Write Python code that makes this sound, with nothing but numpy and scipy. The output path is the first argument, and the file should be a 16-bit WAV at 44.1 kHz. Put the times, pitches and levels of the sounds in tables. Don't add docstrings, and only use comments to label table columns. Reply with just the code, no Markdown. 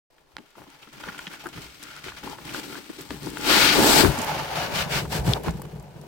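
import sys
import numpy as np
from scipy import signal
from scipy.fft import rfft, irfft, next_fast_len
from scipy.io import wavfile

SR = 44100
rng = np.random.default_rng(int(sys.argv[2]) if len(sys.argv) > 2 else 0)


def file_out(sig):
    cols = np.atleast_2d(sig).T
    lim = np.clip(cols, -1, 1)
    pcm = np.round(lim * 32767).astype(np.int16)
    wavfile.write(sys.argv[1], SR, pcm)


N = 267951
TIME = np.arange(N) / SR
TIPPING_S = (3.45, 5)

# f/Hz, width/Hz, level/dB
TUB_MODES = [(145, 59, 19), (296, 39, 3), (859, 103, -4), (1406, 80, -5.5), (2230, 28, -28),
             (3150, 370, -3)]


def undb(db):
    return 10 ** (np.asarray(db) / 20)


def unit(x):
    return x / np.sqrt(np.mean(x ** 2))


def curves(rows):
    times, *columns = np.array(rows).T
    return np.array([np.interp(TIME, times, column) for column in columns])


def colour(x, points, modes=()):
    hz = np.maximum(np.fft.rfftfreq(8192, 1 / SR), 1)
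    point_hz, point_db = np.array(points).T
    gain = undb(np.interp(np.log(hz), np.log(point_hz), point_db))
    for mode_hz, width, db in modes:
        if point_hz[1] <= mode_hz <= point_hz[-2]:
            gain = np.hypot(gain, undb(db) / (1 + (2 * (hz - mode_hz) / width) ** 2))
    cepstrum = irfft(np.log(gain))
    cepstrum[1:4096] *= 2
    cepstrum[4097:] = 0
    response = irfft(np.exp(rfft(cepstrum)))
    return signal.oaconvolve(x, response[None], axes=1)[:, :N]


def stereo_noise(alike, turn=0.):
    shared, left, right = rng.standard_normal((3, N))
    turned = irfft(rfft(shared, next_fast_len(N)) * np.exp(1j * turn))[:N]
    return np.sqrt(alike) * np.array([turned, shared]) + np.sqrt(1 - alike) * np.array([left, right])


def grains(rate, spread_db, tail_s, bed):
    lands = rng.random(N) < rate / SR
    size = undb(2 * spread_db * rng.exponential(size=N).clip(0, 5))
    power = lands * size / size.mean() * SR / rate
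    decay = np.exp(-1 / (tail_s * SR))
    return np.sqrt(bed + (1 - bed) * signal.lfilter([1 - decay], [1, -decay], power))


def surges(table, rise_s, fall_s, round_top):
    power = 0
    for start, length, *levels_db in table:
        away = np.maximum(start - TIME, 0) / rise_s + np.maximum(TIME - start - length, 0) / fall_s
        power = power + np.outer(undb(levels_db), undb(-20 * away ** round_top)) ** 2
    return power


def blows(table, ring_db, alike, rise_s, t60=None, q=None):
    t = np.arange(8192) / SR
    out = np.zeros((2, N + len(t)))
    noises = rng.standard_normal((len(table), 3, len(t)))
    for (start, db, hz, pan_db, *own), noise in zip(table, noises):
        push = np.sqrt(alike) * noise[0] + np.sqrt(1 - alike) * noise[1:]
        push = push * 1000. ** (-t / (t60 or own[0])) * np.minimum(t / rise_s, 1)
        sharpness = max(q or own[1], .2 + 2.6 * hz / SR)
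        for _ in range(2):
            push = signal.lfilter(*signal.iirpeak(hz, sharpness, SR), push)
        ring = sum(undb(mode_db) * signal.lfilter(*signal.iirpeak(f, f / width, SR), push)
                   for f, width, mode_db in TUB_MODES)
        hit = push + undb(ring_db) * ring
        hit /= np.abs(hit).max(axis=1, keepdims=True)
        first = int(start * SR)
        out[:, first:first + len(t)] += undb(db + np.array([[pan_db], [-pan_db]]) / 2) * hit
    return out[:, :N]


def woods():
    # f/Hz, level/dB
    hush = [(30, 1), (100, -22), (400, -4.5), (1500, -15), (5000, -22), (16000, -45)]
    return unit(colour(stereo_noise(0.3), hush)) * undb(-63.5)


def grit_ticks():
    # t/s, peak/dB, f/Hz, pan/dB
    ticks = [(0.5034, -51, 7400, 6.0), (0.7015, -46, 8160, 11), (0.9303, -42, 7740, 9),
             (1.0091, -42, 5600, 10), (1.1812, -37, 8190, 6.5), (1.1902, -32, 6650, 7),
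             (1.3354, -40, 9700, 10), (1.4676, -34, 9430, 8), (1.488, -35, 5870, -2),
             (1.6183, -35, 6200, 1), (1.8285, -33, 7950, 7.0), (1.836, -30.5, 5770, 6),
             (1.9639, -34, 6000, 4.5), (2.0512, -39, 7080, 4.0), (2.297, -33, 5520, 3),
             (2.4523, -38, 7610, 4.5), (2.596, -32, 5700, 6.5), (2.9911, -42, 6160, 5.5),
             (3.009, -30, 6750, -1), (3.0154, -30, 14000, 0), (3.2313, -33, 7100, -1),
             (3.26, -30, 5470, 4.5), (3.301, -28.5, 7300, 2), (3.384, -30, 8050, 4.5),
             (3.412, -27, 5730, 4.5), (3.7623, -21, 5780, 7.5), (4.179, -25, 6970, -4.0),
             (4.1876, -23, 7540, -10), (4.2166, -26, 7100, -16), (4.2264, -29, 7400, -10),
             (4.2453, -26, 12000, -10), (4.2634, -35, 13600, -4), (4.3889, -36, 7300, -5),
             (4.906, -41, 5520, 1), (5.0973, -36, 12000, 4), (5.1163, -35, 5710, 1.5),
             (5.2525, -37, 12300, 3.5), (5.435, -30, 11600, 4), (5.508, -32, 6110, 5.5),
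             (5.6181, -29.5, 11900, 7), (5.654, -42, 7870, 1.5), (5.7977, -43, 6660, -11),
             (5.826, -44, 13400, 3.0), (6.0135, -42, 7230, 4)]
    return blows(ticks, t60=0.017, q=1.04, ring_db=-26, alike=0.19, rise_s=0.00033)


def stone_snaps():
    # t/s, peak/dB, f/Hz, pan/dB, t60/s, sharpness q
    snaps = [(.367, -22, 1500, -8, 0.0031, .45), (4.047, -15, 1270, -21, 0.0053, 1.2),
             (5.335, -12, 3580, 14, .006, 1.2)]
    return blows(snaps, ring_db=10, alike=1.0, rise_s=0.00053)


def low_blows():
    # t/s, peak/dB, f/Hz, pan/dB, t60/s
    thumps = [(0.38, -39.5, 272, 2.5, 0.1), (0.574, -50, 149, 0.5, 0.068), (0.67, -43.5, 266, 0.0, 0.046),
              (0.869, -45, 254, 2.0, 0.075), (0.968, -43.5, 170, 1.5, 0.059), (1.08, -33, 218, 1.5, 0.068),
              (1.267, -35.5, 192, 2, 0.036), (1.452, -31, 292, 6, 0.11), (1.55, -35, 143, 3, 0.09),
              (1.577, -39, 133, 0, 0.089), (2.061, -32, 400, 5, 0.09), (2.235, -40, 301, 7.5, 0.06),
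              (2.26, -30.5, 272, -2, 0.066), (2.448, -42, 132, -1, 0.075), (2.894, -26.5, 288, 4, 0.037),
              (2.984, -32.5, 323, 6, 0.11), (3.103, -26.5, 285, 8, 0.068), (3.26, -24, 280, 6, 0.083),
              (3.779, -9.5, 297, 7, 0.06), (3.845, -34, 374, -5, 0.084), (4.033, -14.5, 266, 17, 0.069),
              (4.18, -23, 240, -2, 0.087), (4.623, -35, 159, 2.0, 0.082), (4.719, -28.5, 135, 0, 0.075),
              (4.858, -25, 164, 3, 0.062), (4.953, -34, 147, -6, 0.055), (5.14, -29, 160, 1.5, 0.055),
              (5.275, -12, 136, 1.0, 0.056), (5.471, -16.5, 173, 2.5, 0.066), (5.544, -25, 153, 1.0, 0.052),
              (5.872, -41, 153, 4, 0.075), (5.949, -35.5, 153, 1.0, 0.098)]
    # t/s, peak/dB, f/Hz, pan/dB
    thuds = [(.33, -57, 61, 12), (1.03, -50, 60.4, 3), (1.57, -38, 62.4, 2), (2.06, -42.5, 60, 7),
             (3.09, -38, 62.6, 8), (3.79, -32, 60.4, -6), (4.03, -17.5, 64, 11), (4.07, -23.5, 71.6, 15),
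             (5.02, -34, 62.7, 0), (5.18, -25, 63, 5), (5.29, -24.5, 64, 0), (5.47, -24, 60, 2)]
    return (blows(thumps, q=1.94, ring_db=-35, alike=0.69, rise_s=0.005)
            + blows(thuds, t60=0.32, q=1.7, ring_db=-11, alike=1.0, rise_s=0.005))


def stone_cracks():
    # t/s, peak/dB, f/Hz, pan/dB, t60/s, sharpness q
    cracks = [(0.181, -47.5, 1450, 4, 0.023, 0.79), (0.382, -32, 1380, 5, 0.03, 0.62),
              (0.552, -43, 1180, 5, 0.032, 1.3), (0.579, -37, 886, 3, 0.061, 0.68),
              (0.617, -37.5, 890, 7, 0.02, 0.77), (0.666, -43, 746, -1, 0.03, 1.2),
              (0.828, -37.5, 2800, -3, 0.038, 2.4), (0.872, -40, 1500, 7, 0.028, 1.2),
              (1.009, -39, 1520, 4, 0.023, 1), (1.036, -25, 1270, 3, 0.02, 0.96),
              (1.076, -28.5, 886, 5, 0.019, 0.8), (1.085, -23, 1410, 2.0, 0.031, 1.6),
              (1.12, -36, 1380, 2.0, 0.025, 1.2), (1.145, -32, 1440, 4, 0.022, 1.2),
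              (1.178, -31, 2300, 0.0, 0.025, 1.8), (1.19, -23.5, 1510, 4, 0.025, 0.96),
              (1.267, -24, 2080, -1, 0.026, 1.3), (1.275, -27, 2180, 2.0, 0.028, 0.69),
              (1.338, -30.5, 1580, -2, 0.023, 1.2), (1.456, -25, 1370, 5, 0.042, 2.3),
              (1.466, -25, 1330, 8, 0.025, 2.6), (1.541, -42, 2490, -4, 0.025, 1.3),
              (1.574, -31, 1460, 1.0, 0.034, 0.89), (1.824, -36, 1410, 4, 0.025, 1.2),
              (1.964, -40, 1390, -2, 0.025, 0.88), (2.082, -26.5, 1450, 3.0, 0.041, 1.2),
              (2.119, -31.5, 1420, -3, 0.013, 1.5), (2.168, -30, 1900, 2.0, 0.025, 1.4),
              (2.231, -35, 1430, 2.5, 0.022, 1.8), (2.273, -26, 1010, 5, 0.029, 1.1),
              (2.329, -28.5, 960, 8, 0.025, 1.2), (2.384, -31, 930, 3.5, 0.025, 1),
              (2.491, -30, 2330, -4, 0.024, 2), (2.545, -20.5, 1380, 1.0, 0.01, 1.8),
              (2.595, -36, 3380, -8, 0.025, 1.4), (2.753, -26.5, 1420, 2, 0.02, 1.4),
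              (2.774, -30.5, 1320, 2.0, 0.029, 1.4), (2.895, -35, 1220, 1, 0.025, 1),
              (3.008, -36, 3110, 1, 0.021, 1.4), (3.105, -22, 1200, 6, 0.025, 0.44),
              (3.269, -27, 770, 5, 0.038, 0.94), (3.37, -19.5, 1380, 8, 0.016, 0.71),
              (4.317, -21, 851, 2.5, 0.023, 1.2), (5.052, -26.5, 746, 3, 0.044, 1),
              (5.127, -23.5, 890, 4, 0.023, 1.5), (5.364, -20, 785, 0, 0.035, 1),
              (5.451, -39, 848, -1, 0.025, 1.1), (5.481, -16.5, 826, 0, 0.023, 0.69),
              (5.592, -31, 700, 7, 0.038, 2), (5.617, -31, 876, 3, 0.025, 0.66),
              (5.651, -34.5, 905, -6, 0.025, 0.51), (6.035, -39, 759, 1.0, 0.022, 1.1)]
    return blows(cracks, ring_db=4.5, alike=0.72, rise_s=0.0018)


def scrapes(knocks):
    # t/s, length/s, level/dB, f/Hz
    strokes = [(1.03, .16, -52, 1450), (1.315, 0.045, -49.5, 1510), (1.846, 0.13, -48.5, 1410),
               (2.062, .06, -49, 1440), (2.268, 0.078, -46.5, 945), (2.703, 0.052, -49, 1380),
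               (4.275, 0.15, -32.5, 828), (4.512, 0.11, -32, 750)]
    rub = knocks * stereo_noise(0.65, 0.27)
    out, width_hz = 0, 98
    for *stroke, hz in strokes:
        note = unit(signal.lfilter(*signal.iirpeak(hz, hz / width_hz, SR), rub))
        out = out + note * np.sqrt(surges([stroke], rise_s=0.032, fall_s=0.064, round_top=1))
    return out


def tub(x, tone):
    # f/Hz, width/Hz, level/dB
    tipped_modes = [(149.3, 55, 16), (251, 23, -23), (417, 180, 2.5), (600, 210, 12), (731, 37, 14),
                    (882, 290, 11), (1504, 63, -8.5), (2940, 87, 4)]
    tipped = np.interp(TIME, TIPPING_S, (0, 1))
    return (1 - tipped) * unit(colour(x, tone, TUB_MODES)) + tipped * unit(colour(x, tone, tipped_modes))


def gravel_flow():
    # t/s, stones/dB, grit/dB, walls/dB, belly/dB, frame/dB
    rolling = [(.1, -81, -66, -71, -80, -81), (.28, -75, -72, -66, -70, -68),
               (.45, -62.5, -66, -65, -65, -72), (.53, -62, -64, -69, -82, -84),
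               (.75, -57.5, -63, -58.5, -60, -67), (.9, -57.5, -59, -68, -67, -72),
               (1.0, -55, -57, -77, -73, -75), (1.27, -54, -60, -65, -69, -65),
               (1.5, -53.5, -55, -70, -59, -63), (1.75, -51.5, -50.5, -64.5, -59, -63.5),
               (2.2, -54.5, -55, -56, -60, -59), (2.4, -53.5, -52, -53.5, -50, -52.5),
               (2.85, -52.5, -50.5, -62, -53.5, -67), (3.2, -56.5, -48, -54, -50, -47)]
    pouring = [(3.34, -48.5, -46, -49, -41, -48), (3.422, -40, -40, -45, -36.5, -48.5),
               (3.502, -20.5, -23.5, -25, -24.5, -44.5), (3.65, -19.5, -22.5, -27, -28.5, -38),
               (3.7, -20.5, -29.5, -33, -31.5, -40.5), (3.8, -27, -25, -23, -17.5, -34),
               (3.87, -29.5, -17.5, -22.5, -21, -36), (4.008, -23.5, -18.5, -21.5, -20.5, -32),
               (4.05, -31.5, -30, -26, -19, -32), (4.091, -35, -33.5, -32, -30, -23),
               (4.16, -36.5, -43, -32.5, -41.5, -50), (4.23, -36, -41, -30.5, -39, -39)]
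    trickle = [(4.47, -39, -64, -35.5, -44, -42.5), (4.54, -37.5, -54, -34, -43.5, -40),
               (4.7, -40, -53, -34, -39.5, -45), (4.87, -44, -60, -36, -55, -45.5),
               (5.03, -62, -41, -39, -39, -36), (5.09, -72, -55, -56, -44, -39),
               (5.23, -60.5, -73, -35, -42, -26.5), (5.41, -61, -77, -66, -38, -45),
               (5.56, -56, -50.5, -48, -43.5, -35), (5.68, -57.5, -60, -51.5, -48, -42),
               (5.8, -61, -58, -47, -49, -38.5), (5.9, -62, -61, -50.5, -56, -46),
               (6.07, -60, -58, -53, -50, -48)]
    # t/s, length/s, stones/dB, grit/dB, walls/dB, belly/dB, frame/dB
    crunches = [(.57, 0.069, -67.5, -75, -55, -53, -56), (.82, 0.017, -55, -56, -57, -75, -78),
                (.92, 0.059, -52, -58, -54, -57, -63), (1.0, 0.17, -49, -55, -51.5, -48.5, -58.5),
                (1.18, 0.087, -49.5, -50, -52, -56, -66), (1.3, 0.058, -48, -49, -52.5, -50, -65),
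                (1.39, 0.034, -51, -55, -58, -59, -63), (1.44, 0.037, -53, -57, -44.5, -49, -50),
                (1.53, 0.066, -48, -61, -54, -46, -50), (1.61, 0.055, -51, -49, -58, -56, -61),
                (1.82, 0.028, -50, -51, -67, -52, -64), (1.87, 0.13, -49, -60, -59, -64, -66),
                (2.04, 0.063, -42.5, -48, -56, -53, -53.5), (2.165, 0.024, -45, -50, -55, -67, -66),
                (2.235, 0.094, -45.5, -48, -49, -41.5, -50), (2.45, 0.12, -45, -47, -50, -45.5, -51.5),
                (2.54, 0.059, -40, -40, -45, -39, -58), (2.63, .16, -47.5, -45.5, -54, -41.5, -56),
                (2.985, 0.037, -49.5, -47, -55, -47, -53), (3.105, 0.045, -50.5, -56, -54, -41.5, -55),
                (3.22, 0.079, -46.5, -47, -53, -41, -47.5)]
    shakes = [(4.29, 0.12, -37, -63, -38.5, -45, -42), (4.56, 0.094, -34, -49, -37.5, -50, -41),
              (4.76, 0.061, -28.5, -33.5, -36, -51, -34), (4.93, 0.058, -28.5, -32, -35.5, -39, -30.5),
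              (5.13, 0.053, -37, -32, -34, -34.5, -30), (5.27, 0.063, -40.5, -34.5, -34, -31.5, -29),
              (5.365, 0.013, -48, -55, -35.5, -39, -34), (5.45, 0.035, -41, -45, -33, -37, -31)]
    steady = undb(curves(rolling + pouring + trickle)) ** 2
    crunching = surges(crunches, rise_s=0.015, fall_s=0.097, round_top=0.49)
    shaking = surges(shakes, rise_s=0.045, fall_s=0.051, round_top=1.07)
    shaking[1] = np.roll(shaking[1], -int(0.0054 * SR))
    shaking[-1] = np.roll(shaking[-1], int(0.011 * SR))
    return 10 * np.log10(steady + shaking + crunching)


def moving_gravel():
    # f/Hz, level/dB
    stone_tone = [(900, -13.5), (1600, -9.5), (2200, 1.5), (3000, -2), (4500, -10.5), (5500, -8.5),
                  (7000, -13), (10000, -59)]
    grit_tone = [(3000, 3), (5500, 2), (6500, -1), (8000, 2), (10500, -9), (13000, -2), (15500, -7),
                 (18000, 1.5)]
    wall_tone = [(350, -26), (550, -11), (1050, -10), (1500, -32)]
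    rim_tone = [(800, -35), (1150, -11), (1750, -11), (2600, -32)]
    belly_tone = [(120, -26), (210, -3), (400, -2.5), (520, -12.5), (800, -34)]
    frame_tone = [(60, -42), (105, 4.5), (200, 9.5), (300, -41)]
    ground_tone = [(20, -44), (45, -10), (60, 6), (90, -7), (140, -67)]
    rasp_tone = [(2500, -35.5), (3600, 0.5), (4600, 0.5), (5500, -7), (7500, -34)]

    stones_db, grit_db, walls_db, belly_db, frame_db = gravel_flow()
    rim_db = 0.73 * stones_db + 0.27 * walls_db - 1.5
    ground_db = frame_db + np.interp(TIME, TIPPING_S, (-6, -8.5))
    rasp_db = -27 + 1.31 * (stones_db + 20)

    rate = 600. * undb(.55 * (stones_db + 52))
    knocks = grains(rate, spread_db=2.5, tail_s=0.0064, bed=0.08)
    fine = grains(2.1 * rate, spread_db=0.5, tail_s=0.00015, bed=0.1)
    heavy = grains(0.19 * rate, spread_db=1.0, tail_s=0.0039, bed=0.34)

    stones = tub(knocks * stereo_noise(0.076, 0.27), stone_tone) * undb(stones_db)
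    grit = unit(colour(np.sqrt(knocks * fine) * stereo_noise(0.0092), grit_tone)) * undb(grit_db)
    walls = tub(knocks * stereo_noise(0.58, 0.48), wall_tone) * undb(walls_db)
    rim = tub(knocks * stereo_noise(0.3, 0.19), rim_tone) * undb(rim_db)
    belly = tub(heavy * stereo_noise(0.52, 0.3), belly_tone) * undb(belly_db)
    frame = tub(heavy * stereo_noise(1.0, 0.17), frame_tone) * undb(frame_db)
    ground = unit(colour(heavy * stereo_noise(0.56, 0.68), ground_tone)) * undb(ground_db)
    rasp = unit(colour(knocks * stereo_noise(0.06), rasp_tone)) * undb(rasp_db)
    drumming = scrapes(knocks) + walls + rim + belly + frame + ground

    # t/s, stones/dB, tub/dB
    place = [(.1, 5.5, 4.5), (1.2, 2.5, 2.5), (1.8, 4, 3), (3.4, 6.5, 3.5), (3.75, 7.5, 4.5),
             (3.87, 4.5, -3), (4.01, 12, 0.5), (4.06, 4.5, 13), (4.2, 1, -0.5), (4.5, 4.5, 3),
             (5.4, 2.5, 2.5), (6.07, 1.5, 3)]
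    stone_pan, tub_pan = curves(place)
    sides = np.array([[.5], [-.5]])
    return (stones + rasp + grit) * undb(sides * stone_pan) + drumming * undb(sides * tub_pan)


def scene():
    return stone_cracks() + low_blows() + stone_snaps() + grit_ticks() + moving_gravel() + woods()


def record(dry):
    # f/Hz, left minus right/dB
    balance = [(60, 0), (130, -2.5), (300, 0.5), (700, -0.5), (1400, -1), (2400, -5), (4500, 7.5),
               (6500, -5), (7800, 2.5), (9000, 4.5), (11000, 3.5), (13000, -3), (15000, 3.5)]
    left = colour(dry[:1], [(hz, db / 2) for hz, db in balance])
    right = colour(dry[1:], [(hz, -db / 2) for hz, db in balance])
    start_s, fade_s, top_hz = 0.1, 0.0047, 15900
    opened = np.clip((TIME - start_s) / fade_s, 0, 1)
    rounded = np.tanh(np.vstack([left, right]) * opened)
    return signal.sosfilt(signal.ellip(12, .2, 80, top_hz, fs=SR, output="sos"), rounded)


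dry = scene()
out = record(dry)
file_out(out)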